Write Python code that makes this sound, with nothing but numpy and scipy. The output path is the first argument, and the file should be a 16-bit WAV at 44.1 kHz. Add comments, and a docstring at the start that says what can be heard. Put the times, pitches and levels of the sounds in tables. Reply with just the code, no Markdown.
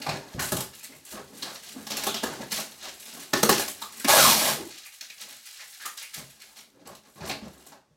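"""Packing tape ripped off a box

Packing tape is picked loose and ripped off a tall cardboard box on a desk in a small, live room.
Shaped random grains make the film crinkle, crack in a run of sharp tugs and peel in one stick-slip rip;
panel resonances make the box drum, and decaying sines make its walls bump.
Scissors clack on the desk at the start and near the end; hands rub the box or desk before and after
the rip, and afterwards the loose strip is crumpled."""
import sys
import numpy as np
from scipy import signal
from scipy.fft import rfft, irfft
from scipy.io import wavfile

SR = 44100
rng = np.random.default_rng(int(sys.argv[2]) if len(sys.argv) > 2 else 0)


def int16_out(signal):
    """Quantize to a 16-bit WAV file."""
    q = np.round(np.clip(np.atleast_2d(signal).T, -1, 1) * 32767)
    wavfile.write(sys.argv[1], SR, q.astype(np.int16))


N = 351036


def from_db(db):
    """Decibels to gain."""
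    return 10 ** (np.asarray(db) / 20)


def rms_one(x):
    """Scale to unit rms."""
    return x / np.sqrt(np.mean(x ** 2) + 1e-20)


def unit_energy(x):
    """Scale a response so that white noise keeps its level."""
    return x / np.sqrt(np.sum(x ** 2) + 1e-20)


def in_time(rows):
    """Each column of a curve table at every sample."""
    s, *columns = np.transpose(rows)
    return [np.interp(np.arange(N) / SR, s, column) for column in columns]


def at_hz(points, hz):
    """Read a table on a log-frequency axis."""
    freqs, values = np.transpose(points)
    return np.interp(np.log(hz + 1e-9), np.log(freqs), values)


def through(x, response):
    """Convolve with an impulse response."""
    return signal.oaconvolve(x, response)[:N]


def colour(spectrum, size=4096):
    """Causal (minimum-phase) response with the shape of the spectrum and unit energy."""
    level_db = at_hz(spectrum, np.fft.rfftfreq(size, 1 / SR))
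    cepstrum = irfft(np.log(from_db(level_db)))
    # fold the cepstrum forward in time
    cepstrum[1:size // 2] *= 2
    cepstrum[size // 2 + 1:] = 0
    return unit_energy(irfft(np.exp(rfft(cepstrum))))


def resonate(x, hz, width_hz):
    """Two-pole resonance with a gain of about 1 at its peak."""
    r = np.exp(-np.pi * width_hz / SR)
    zeros = np.array([1, 0, -1]) * (1 - r * r) / 2
    poles = [1, -2 * r * np.cos(2 * np.pi * hz / SR), r * r]
    return signal.lfilter(zeros, poles, x)


def drift(rate):
    """Random wander through `rate` new values per second, with spread about 1."""
    knots = np.arange(N) * rate / SR
    return np.interp(knots, np.arange(N // 8), rng.standard_normal(N // 8))


def grains(per_s, spread_db):
    """Random clicks of uneven size and either sign; rms 1."""
    sizes = from_db(spread_db * np.minimum(rng.exponential(1, N), 4))
    signs = rng.choice([-1, 1], N)
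    struck = rng.random(N) < per_s / SR
    return rms_one(sizes * signs * struck)


def bursts(times, levels_db, t60s, hold, rise=0.034, size=12000):
    """Envelope of short avalanches: each builds up by 60 dB over its rise, holds for a moment, then dies away."""
    power, t = np.zeros(N + size), np.arange(size) / SR - rise
    for s, db, t60 in zip(times, levels_db, t60s):
        start = max(round((s - rise) * SR), 0)
        build_up = np.maximum(-t, 0) / rise
        die_away = np.maximum(t - hold, 0) / max(t60, 0.004)
        power[start:start + size] += from_db(db - 60 * (build_up + die_away)) ** 2
    return np.sqrt(power[:N])


def strokes(starts, lengths, levels_db, attack, release_t60):
    """Power of a series of hand moves: each swells, holds until its length is up, then dies away."""
    power, t = np.zeros(N + SR), np.arange(SR) / SR
    for s, length, db in zip(starts, lengths, levels_db):
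        start = max(round(s * SR), 0)
        swell = np.minimum(t / max(attack, 0.001), 1)
        fall_db = 60 * np.maximum(t - length, 0) / release_t60
        power[start:start + SR] += (swell * from_db(db - fall_db)) ** 2
    return power[:N]


def together(*parts):
    """Joint amplitude of unrelated causes, each given as (power, dB)."""
    return np.sqrt(sum(power * from_db(db) ** 2 for power, db in parts))


# panel and air resonances of the box: f/Hz, width/Hz, level/dB (before the ring trim)
BOX_MODES = [(139, 18, -1.5), (216, 12, 2), (276.2, 14, 4), (347, 22, -6), (387.3, 25, 4.5), (453, 6.1, -2),
             (499, 50, -2.5), (560, 36, 3), (639, 50, 4), (706, 3.7, -1.5), (788, 12, -2.5), (783, 16, -6),
             (836, 6.6, 5.5), (877, 4.7, -5.5), (960, 16, -11), (1087, 46, 3.5), (1235, 60, -4.5),
             (1442, 13, 6), (1523, 6.7, 7), (1655, 37, 6.5)]


def box(spectrum, ring_db, size=12000):
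    """Response of the cardboard: a dead knock plus its ringing modes."""
    knock = np.pad(colour(spectrum), (0, size))
    modes = sum(from_db(db) * resonate(knock, hz, width) for hz, width, db in BOX_MODES)
    return unit_energy(knock + from_db(ring_db) * modes)


# spectral shape of the still room: f/Hz, relative level/dB per Hz
AIR_COLOUR = [(30, -3), (70, -4), (500, -21), (1500, -20.5), (6000, -18.5), (16000, -35)]


def room_air():
    """The still room is steady, coloured noise."""
    return from_db(-74.5) * through(rng.standard_normal(N), colour(AIR_COLOUR))


# spectral shapes, each f/Hz, relative level/dB per Hz:
# film cracking, its fine treble, the box panel, and the box moved by hand
CRACK_COLOUR = [(700, -35), (1300, -3.5), (2000, 1.5), (3000, 1.5), (4200, 3), (6500, 0.5), (9000, -10),
                (16000, -36.5)]
SHEEN_COLOUR = [(3000, -44), (5500, -6), (7500, 4), (9500, 1.5), (12000, 2), (16000, -7)]
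PANEL_COLOUR = [(200, -35), (450, -4), (800, 4), (1250, -0.5), (1800, -4), (2600, -10.5), (6000, -49)]
SHIFTING_COLOUR = [(25, -25.5), (45, -20.5), (68, -2), (100, -7), (150, -3), (220, -1), (380, -2.5),
                   (600, -11), (1500, -54)]
# faint stirring between the moves, all levels before mixing:
# t/s, level/dB of the held film, level/dB of the hand on the box
HOLDING_CURVE = [(0,-49.5,-46), (1,-58,-73), (2.3,-47,-59), (2.95,-50.5,-62), (4.65,-47.5,-63),
                 (4.9,-56.5,-89.5), (5.7,-49,-82), (6.5,-56.5,-67.5), (6.8,-73,-72), (7.68,-59,-60),
                 (7.85,-90,-75.5)]
# fingers bend or crumple the film, all levels before mixing:
# start t/s, length t/s, level/dB of coarse creases, level/dB of fine creases
FILM_FLEXES = [(0.392,0.1,-37.5,-36), (0.73,0.065,-49.5,-49.5), (0.826,0.027,-46.5,-45.5),
               (0.93,0.027,-58,-53.5), (1.048,0.043,-48,-47), (1.095,0.05,-47,-44.5),
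               (1.327,0.21,-48.5,-52), (1.538,0.021,-41.5,-42.5), (1.625,0.094,-45.5,-52.5),
               (1.784,0.037,-64,-54), (1.894,.2,-42,-62), (2.26,0.067,-47.5,-63), (2.504,.11,-33,-37),
               (2.808,0.083,-41,-62), (3.052,0.037,-40.5,-43), (3.121,0.12,-43,-47.5),
               (3.343,0.056,-33.5,-36), (3.538,0.095,-32.5,-35.5), (3.68,0.034,-52,-38.5),
               (3.824,0.048,-57,-45.5), (3.919,.11,-49,-47.5), (4.704,0.091,-45,-53), (4.829,0.039,-43,-46),
               (4.919,.03,-49,-53), (5.012,0.033,-43,-52), (5.178,0.036,-43,-45), (5.204,0.022,-41.5,-46),
               (5.28,0.053,-43.5,-46.5), (5.454,0.11,-47.5,-51.5), (5.599,0.027,-43,-45),
               (5.817,0.056,-44.5,-47), (5.968,0.069,-41.5,-45.5), (6.131,0.045,-42,-44.5),
               (6.397,0.036,-48.5,-54), (6.556,0.063,-47.5,-51.5), (7.055,0.21,-63.5,-62.5),
               (7.255,.04,-47,-43)]
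# a hand slides on the box or the desk, all levels before mixing:
# start t/s, length t/s, level/dB of rubbing, level/dB of rumble
HAND_RUBS = [(0.018,0.059,-47,-57), (0.077,0.085,-39.5,-37.5), (0.212,0.15,-53.5,-61),
             (0.372,0.071,-38.5,-69), (0.53,.08,-41.5,-52), (0.873,0.094,-59,-52.5), (1.107,0.088,-44,-43),
             (1.283,0.18,-58,-51), (1.436,0.071,-40.5,-53), (1.736,0.076,-49.5,-46), (1.928,0.18,-41,-45),
             (2.209,0.14,-40.5,-42.5), (2.382,.05,-41,-38), (2.57,0.039,-40,-57), (2.824,0.04,-43,-50),
             (3.134,0.058,-47.5,-47.5), (3.547,.09,-50,-42), (5.191,0.14,-57,-62), (5.599,0.023,-55,-72),
             (5.831,0.05,-56,-80), (6.151,0.055,-48.5,-48), (6.387,0.25,-64,-78), (6.727,.1,-64,-56),
             (6.842,.09,-50,-51.5), (7.033,0.048,-59,-58.5), (7.151,0.051,-51,-48.5),
             (7.205,0.11,-39.5,-37.5), (7.399,0.074,-50.5,-47), (7.55,0.05,-59,-60), (7.698,0.05,-53.5,-77)]


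def handling():
    """Film crackles in clumps of tiny creases while fingers rub and shift the box."""
    film_db, hand_db = in_time(HOLDING_CURVE)
    held, resting = from_db(film_db) ** 2, from_db(hand_db) ** 2
    s, length, *levels = np.transpose(FILM_FLEXES)
    coarse, fine = [strokes(s, length, db, attack=0.004, release_t60=0.067) for db in levels]
    s, length, *levels = np.transpose(HAND_RUBS)
    rubbing, shifting = [strokes(s, length, db, attack=0.017, release_t60=0.12) for db in levels]
    flexing = coarse + held

    # a flex reaches the card while the tape is on it; later only the loose strip gives it body
    freed_s = 4.7
    stuck = np.arange(N) / SR < freed_s
    flex_rub_db = np.where(stuck, -14, -21)
    flex_rumble_db = np.where(stuck, -16, -42.5)

    clumps = from_db(3.5 * drift(110))
    creases = rms_one(grains(per_s=2500, spread_db=4.5) * clumps)
    fine_creases = rms_one(grains(per_s=6200, spread_db=13.0) * clumps)
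    friction = rms_one(grains(per_s=3000, spread_db=2.0) * from_db(1.5 * drift(70)))

    # rubbing also lends dry treble to the rustle and the sheen
    rustle = creases * together((flexing, -2), (rubbing, -6))
    sheen = fine_creases * together((fine, 0), (held, -3), (rubbing, -16.5))
    rub = friction * together((rubbing, -1.5), (resting, -3), (flexing, flex_rub_db))
    rumble = friction * together((shifting + resting, -1), (flexing, flex_rumble_db))

    film = through(rustle, colour(CRACK_COLOUR)) + through(sheen, colour(SHEEN_COLOUR))
    panel = through(rub, box(PANEL_COLOUR, ring_db=-6))
    body = through(rumble, box(SHIFTING_COLOUR, ring_db=-1.5))
    return film + panel + body


# spectral shapes of blades and handles, and of the desk top: f/Hz, relative level/dB per Hz
CLACK_COLOUR = [(700,-27), (1500,-1), (2500,8.5), (3200,-0.5), (4400,7.5), (6000,-3), (9000,-11),
                (16000,-22)]
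DESK_COLOUR = [(60,-22), (130,9), (250,0), (450,-2.5), (750,7.5), (1200,-7), (2500,-22), (6000,-59)]
# the scissors are laid on the desk and later picked up:
# t/s, level/dB of the clack, level/dB of the knock in the desk (before mixing)
SCISSOR_HITS = [(0.0172,-33.5,-57), (0.0648,-31,-24), (0.0916,-26,-25.5), (7.206,-45,-39),
                (7.2948,-27.5,-33.5), (7.31,-30.5,-38)]


def scissors(hold, rise):
    """The loose blades rattle for a moment and knock on the desk top."""
    s, clack_db, knock_db = np.transpose(SCISSOR_HITS)
    rattle = grains(per_s=5000, spread_db=0.0)
    t60s = np.full(len(s), 0.068)
    clack = through(rattle * bursts(s, clack_db, t60s, hold, rise), colour(CLACK_COLOUR))
    knock = through(rattle * bursts(s, knock_db, t60s, hold, rise), colour(DESK_COLOUR))
    return clack + knock


# spectral shape of the shudder: f/Hz, relative level/dB per Hz
RUMBLE_COLOUR = [(25, -31.5), (45, -23), (68, 13), (100, -9), (145, 1), (220, 1.5), (380, -6), (600, -7.5),
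                 (1500, -72.5)]
# a hand or a tug pushes the box wall: t/s, level/dB (before trims), centre f/Hz
WALL_BUMPS = [(0.086,-28.5,145), (0.348,-25.5,128), (0.379,-33.5,128), (0.522,-24.5,148), (0.545,-25.5,137),
              (1.138,-40,240), (1.762,-36.5,264), (2.402,-34,228), (3.335,-35.5,265), (3.434,-25,267),
              (3.495,-24,212), (3.513,-30.5,211), (4.602,-30,338), (4.613,-37,253), (6.179,-41.5,146.7),
              (7.216,-37,145.6), (7.424,-34,198), (7.909,-54,136)]


def bumps(t60, boom_db, size=16000):
    """A soft push swings the box wall for a few cycles and wakes its low modes."""
    push, t = np.zeros(N + size), np.arange(size) / SR
    for s, db, hz in WALL_BUMPS:
        start = round(s * SR)
        push[start:start + size] += from_db(db - 60 * t / t60) * np.sin(2 * np.pi * hz * t)
    s, db, hz = np.transpose(WALL_BUMPS)
    # slow, heavy pushes reach the desk; quick ones stay in the card
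    heavy_db = boom_db - 18 * np.log2(np.maximum(hz / 150, 1))
    shudder = rng.standard_normal(N) * bursts(s, db + heavy_db, np.full(len(s), t60), hold=0.0066)
    return from_db(4) * push[:N] + through(shudder, box(RUMBLE_COLOUR, ring_db=-9.0))


# a facet of sticky film chirps as it lets go:
# t/s, level/dB (before trim), ring f/Hz, nominal length t/s
FILM_SQUEAKS = [(0.391,-19.5,1580,0.013), (0.417,-32,1560,0.013), (0.8,-46,2450,0.02),
                (0.837,-45,2400,0.018), (0.92,-42.5,2180,0.015), (1.167,-32.5,1280,0.017),
                (1.421,-27.5,4180,0.018), (2.056,-27,3600,0.05), (2.158,-32.5,3400,0.037),
                (2.502,-44,4200,0.023), (3.332,-12,1690,0.01), (3.49,-11,1730,0.009), (3.814,-29,1130,.02),
                (3.817,-34,3700,0.016), (3.999,-32.5,1620,0.016), (4.047,-19,2290,.011),
                (4.851,-41,2300,0.034), (5.097,-36,2400,0.014), (5.591,-36,1970,.027),
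                (5.794,-36.5,1640,0.051), (5.851,-24,1240,0.015), (6.013,-37.5,2430,0.04),
                (6.138,-36,2130,.021), (6.402,-45.5,2150,.034)]


def squeaks(level_db, relative_width, overtone_db, size=6000):
    """A brief run of slips sets one small facet of film ringing."""
    out, t = np.zeros(N + size), np.arange(size) / SR
    slips = np.pad(grains(per_s=2500, spread_db=-0.5), (0, size))
    for s, db, hz, length in FILM_SQUEAKS:
        start = round(s * SR)
        age = 3 * t / max(length, 0.005)  # the push peaks at a third of the length
        push = slips[start:start + size] * age * np.exp(1 - age)
        width_hz = relative_width * hz
        ring = resonate(push, hz, width_hz)
        overtone = resonate(push, 2 * hz, 2 * width_hz)
        out[start:start + size] += from_db(db + level_db) * (ring + from_db(overtone_db) * overtone)
    return out[:N]


# spectral shape of the low box boom: f/Hz, relative level/dB per Hz
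BOOM_COLOUR = [(60, -22.5), (130, -8.5), (200, 1), (400, 1.5), (600, -30), (1500, -52)]


def snaps(table, hold, rise, jolt, ring_db, crack_db, boom_db, panel_db, sheen_db):
    """Each snap is an avalanche of tiny fractures in the film; the sudden release also jolts the card under it."""
    s, crack, boom, panel, sheen, t60 = np.transpose(table)
    fractures = grains(per_s=9000, spread_db=6.5)
    release = fractures.copy()
    release[np.round(s * SR).astype(int)] += jolt
    paths = [(fractures, crack + crack_db, colour(CRACK_COLOUR)),
             (fractures, sheen + sheen_db, colour(SHEEN_COLOUR)),
             (release, boom + boom_db, box(BOOM_COLOUR, ring_db)),
             (release, panel + panel_db, box(PANEL_COLOUR, ring_db))]
    return sum(through(force * bursts(s, db, t60, hold, rise), response) for force, db, response in paths)


# the film buckles or a bit of it lifts, all levels before trims:
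# t/s, level/dB of the crack, level/dB of the knock in the card, level/dB of the sheen
FILM_CRINKLES = [(0.3958,-18.5,-34.5,-29), (0.419,-30,-38,-39), (0.5204,-14,-22,-19), (0.568,-24,-49,-29),
                 (0.6047,-23,-34.5,-28.5), (1.4258,-24.5,-35,-36), (1.8686,-23,-39.5,-35.5),
                 (1.9043,-19.5,-32.5,-30.5), (1.9176,-20,-34,-40), (1.97,-16,-37.5,-24.5),
                 (2.0369,-19.5,-30,-27.5), (2.0684,-14,-22.5,-23), (2.1437,-15.5,-30,-31.5),
                 (2.2338,-17.5,-23,-28.5), (2.5195,-19,-43,-33), (2.5414,-24,-47,-35),
                 (2.587,-41,-34.5,-41), (2.9986,-37,-72,-41.5), (3.6792,-23.5,-43,-31.5),
                 (3.818,-31,-41.5,-37), (3.9977,-27.5,-52,-32), (5.01,-29.5,-60.5,-43.5),
                 (5.0997,-33,-58.5,-55), (5.857,-25,-59,-30.5), (6.8722,-41,-51,-45.5), (6.951,-37,-61,-47),
                 (7.5328,-44,-62,-51), (7.6663,-43,-50.5,-44.5), (7.7209,-39.5,-47.5,-56)]


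def crinkles():
    """Small buckles snap the film and knock the card, whose boom and panel share one table level."""
    t60 = 0.033  # s
    buckles = [(s, crack, card, card, sheen, t60) for s, crack, card, sheen in FILM_CRINKLES]
    return snaps(buckles, hold=0.0019, rise=0.0089, jolt=6, ring_db=0.5,
                 crack_db=-7.0, boom_db=-1.5, panel_db=1.7, sheen_db=2.0)


# tape gives way under a tug, all levels before trims:
# t/s, then level/dB of crack, boom, panel and sheen, burst t60 t/s
TAPE_TUGS = [(3.3354, -12.5, -21.5, -19.5, -22, 0.018), (3.4319, -6.5, -18, -12, -11, 0.01),
             (3.4933, -11, -17.5, -15, -14.5, 0.054), (3.5117, -18, -38, -29.5, -19, 0.034),
             (3.5268, -11.5, -43, -28.5, -23, 0.023), (3.5965, -25, -46, -25.5, -25, 0.082),
             (4.0468, -14, -26, -21, -22, 0.011)]


def tugs():
    """Stuck tape gives way in sharp snaps that jolt the box."""
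    return snaps(TAPE_TUGS, hold=0.0025, rise=0.012, jolt=6.2, ring_db=0.5,
                 crack_db=-5.0, boom_db=3.5, panel_db=1.5, sheen_db=-0.5)


# the taut strip while it is pulled: t/s, ring f/Hz, level/dB (before mixing)
STRIP_CURVE = [(4.08,850,-28), (4.13,630,-26.5), (4.19,1400,-26.5), (4.265,999,-18), (4.31,1030,-24.5),
               (4.34,752,-27.5), (4.39,780,-66), (4.6,380,-36), (4.69,285,-52)]
# spectral shape of the adhesive fizz: f/Hz, relative level/dB per Hz
FIZZ_COLOUR = [(1180, -33), (2000, -1), (2380, 2), (2640, -2.5), (3520, 1), (4990, 0), (6470, -1),
               (11500, -3), (15100, -5.5), (16000, -25.5)]
# strength of the pull, before mixing: t/s, level/dB of adhesive fizz, level/dB of panel rasp
RIP_CURVE = [(4.08,-14,-17.5), (4.13,-18.5,-16.5), (4.2,-15.5,-21.5), (4.3,-16.5,-35.5), (4.365,-24,-32.5),
             (4.49,-23,-25), (4.54,-32,-40), (4.6,-55,-62), (4.68,-56,-60)]


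def rip(start, end, slips_per_s, jitter, slip_depth):
    """The peel front sticks and slips; each slip breaks a shower of glue threads and plucks panel and strip."""
    fizz_db, panel_db = in_time(RIP_CURVE)
    strip_hz, strip_db = in_time(STRIP_CURVE)
    boom_db = -15.5 + 0.89 * fizz_db  # the boom follows most of the pull's swing
    t = np.arange(N) / SR
    pulling = np.clip((t - start) / 0.016, 0, 1) * np.clip((end - t) / 0.038, 0, 1)

    phase = np.cumsum(slips_per_s * np.exp(jitter * drift(300))) / SR
    slip = rms_one(np.exp(-slip_depth * (phase % 1)))
    threads = rms_one(grains(per_s=7500, spread_db=2.0) * np.sqrt(slip))
    plucks = rms_one(grains(per_s=5000, spread_db=2.0) * slip)

    fizz = through(threads * pulling * from_db(fizz_db), colour(FIZZ_COLOUR))
    rasp = through(plucks * pulling * from_db(panel_db), box(PANEL_COLOUR, ring_db=5))
    boom = through(plucks * pulling * from_db(boom_db), box(SHIFTING_COLOUR, ring_db=1.0))
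    strip = strip_ring(plucks, strip_hz, width_hz=54) * pulling * from_db(strip_db)
    return fizz + rasp + boom + strip


def strip_ring(x, centre_hz, width_hz, size=128):
    """The free strip rings at a gliding pitch set by its length and tension; rms 1."""
    out, state, r = np.zeros(N), np.zeros(2), np.exp(-np.pi * width_hz / SR)
    for i in range(0, N, size):
        poles = [1, -2 * r * np.cos(2 * np.pi * centre_hz[i] / SR), r * r]
        out[i:i + size], state = signal.lfilter([1, 0, -1], poles, x[i:i + size], zi=state)
    return rms_one(out)


# decay of the diffuse room tail: f/Hz, t60 t/s
ROOM_DECAY = [(100, 0.38), (400, 0.31), (1500, 0.27), (5000, 0.29), (10000, 0.25), (16000, 0.24)]


def echoes(near_db, near_t60, size=26000):
    """One place in the room: a tight cluster from desk and wall, then a diffuse tail that dies band by band."""
    t = np.arange(size) / SR
    sparse = rng.standard_normal(size) * (rng.random(size) < 0.1)
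    near = sparse * from_db(-60 * t / near_t60) * (t > 0.001)
    white, hz = rfft(rng.standard_normal(size)), np.fft.rfftfreq(size, 1 / SR)
    edges = np.append(0, np.geomspace(150, SR / 2, num=8))
    tail = np.zeros(size)
    for lo, hi in zip(edges, edges[1:]):
        band = irfft(white * (hz >= lo) * (hz < hi))
        tail += band * from_db(-60 * t / at_hz(ROOM_DECAY, (lo + hi) / 2))
    tail *= np.clip(t / 0.011 - 0.5, 0, 1)  # the tail fades in behind the cluster
    return unit_energy(from_db(near_db) * unit_energy(near) + unit_energy(tail))


def split(x, hz):
    """Lower and upper band of a sound."""
    return [signal.sosfilt(signal.butter(3, hz, kind, fs=SR, output="sos"), x) for kind in ("low", "high")]


def room(x, moves_per_s, count=8):
    """The sounding spot keeps moving, so one echo pattern fades into the next; the shorter the wave, the sooner."""
    bass, rest = split(x, 450)
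    middle, treble = split(rest, 1800)
    feeds, n = np.zeros((count, N)), np.arange(N)
    for band, rate in zip((bass, middle, treble), moves_per_s):
        place, fade = np.divmod(n * rate / SR, 1)
        place = place.astype(int)
        feeds[place % count, n] += band * np.cos(fade * np.pi / 2)
        feeds[(place + 1) % count, n] += band * np.sin(fade * np.pi / 2)
    return sum(through(feed, echoes(near_db=0.98, near_t60=0.04)) for feed in feeds)


def scene():
    """Tape, box, hands and scissors share the one room, over its faint steady air."""
    air = room_air()
    # small noises come from beside and behind the box and reach the microphone mostly by the walls
    shaded = handling() + scissors(hold=0.0027, rise=0.01) + crinkles()
    shaded += squeaks(level_db=11.0, relative_width=0.17, overtone_db=-21.5)
    near = bumps(t60=0.066, boom_db=-6.5) + tugs()
    near += rip(start=4.074, end=4.7, slips_per_s=140, jitter=0.45, slip_depth=2.3)
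    direct = from_db(-5) * near + from_db(-6) * shaded
    reflected = room(from_db(-3.0) * near + from_db(-1.0) * shaded, moves_per_s=(9, 80, 420))
    return (direct + reflected + air)[None]


def record(dry):
    """The microphone drops the deepest bass, the sharpest peaks are rounded, and the top is cut steeply."""
    peak_top, cutoff_hz = 0.61, 16000  # peaks are rounded towards peak_top
    x = signal.sosfilt(signal.butter(2, 55, "high", fs=SR, output="sos"), dry)
    x = peak_top * np.tanh(x / peak_top)
    return signal.sosfilt(signal.ellip(12, 0.1, 80, cutoff_hz, fs=SR, output="sos"), x)


dry = scene()
out = record(dry)
int16_out(out)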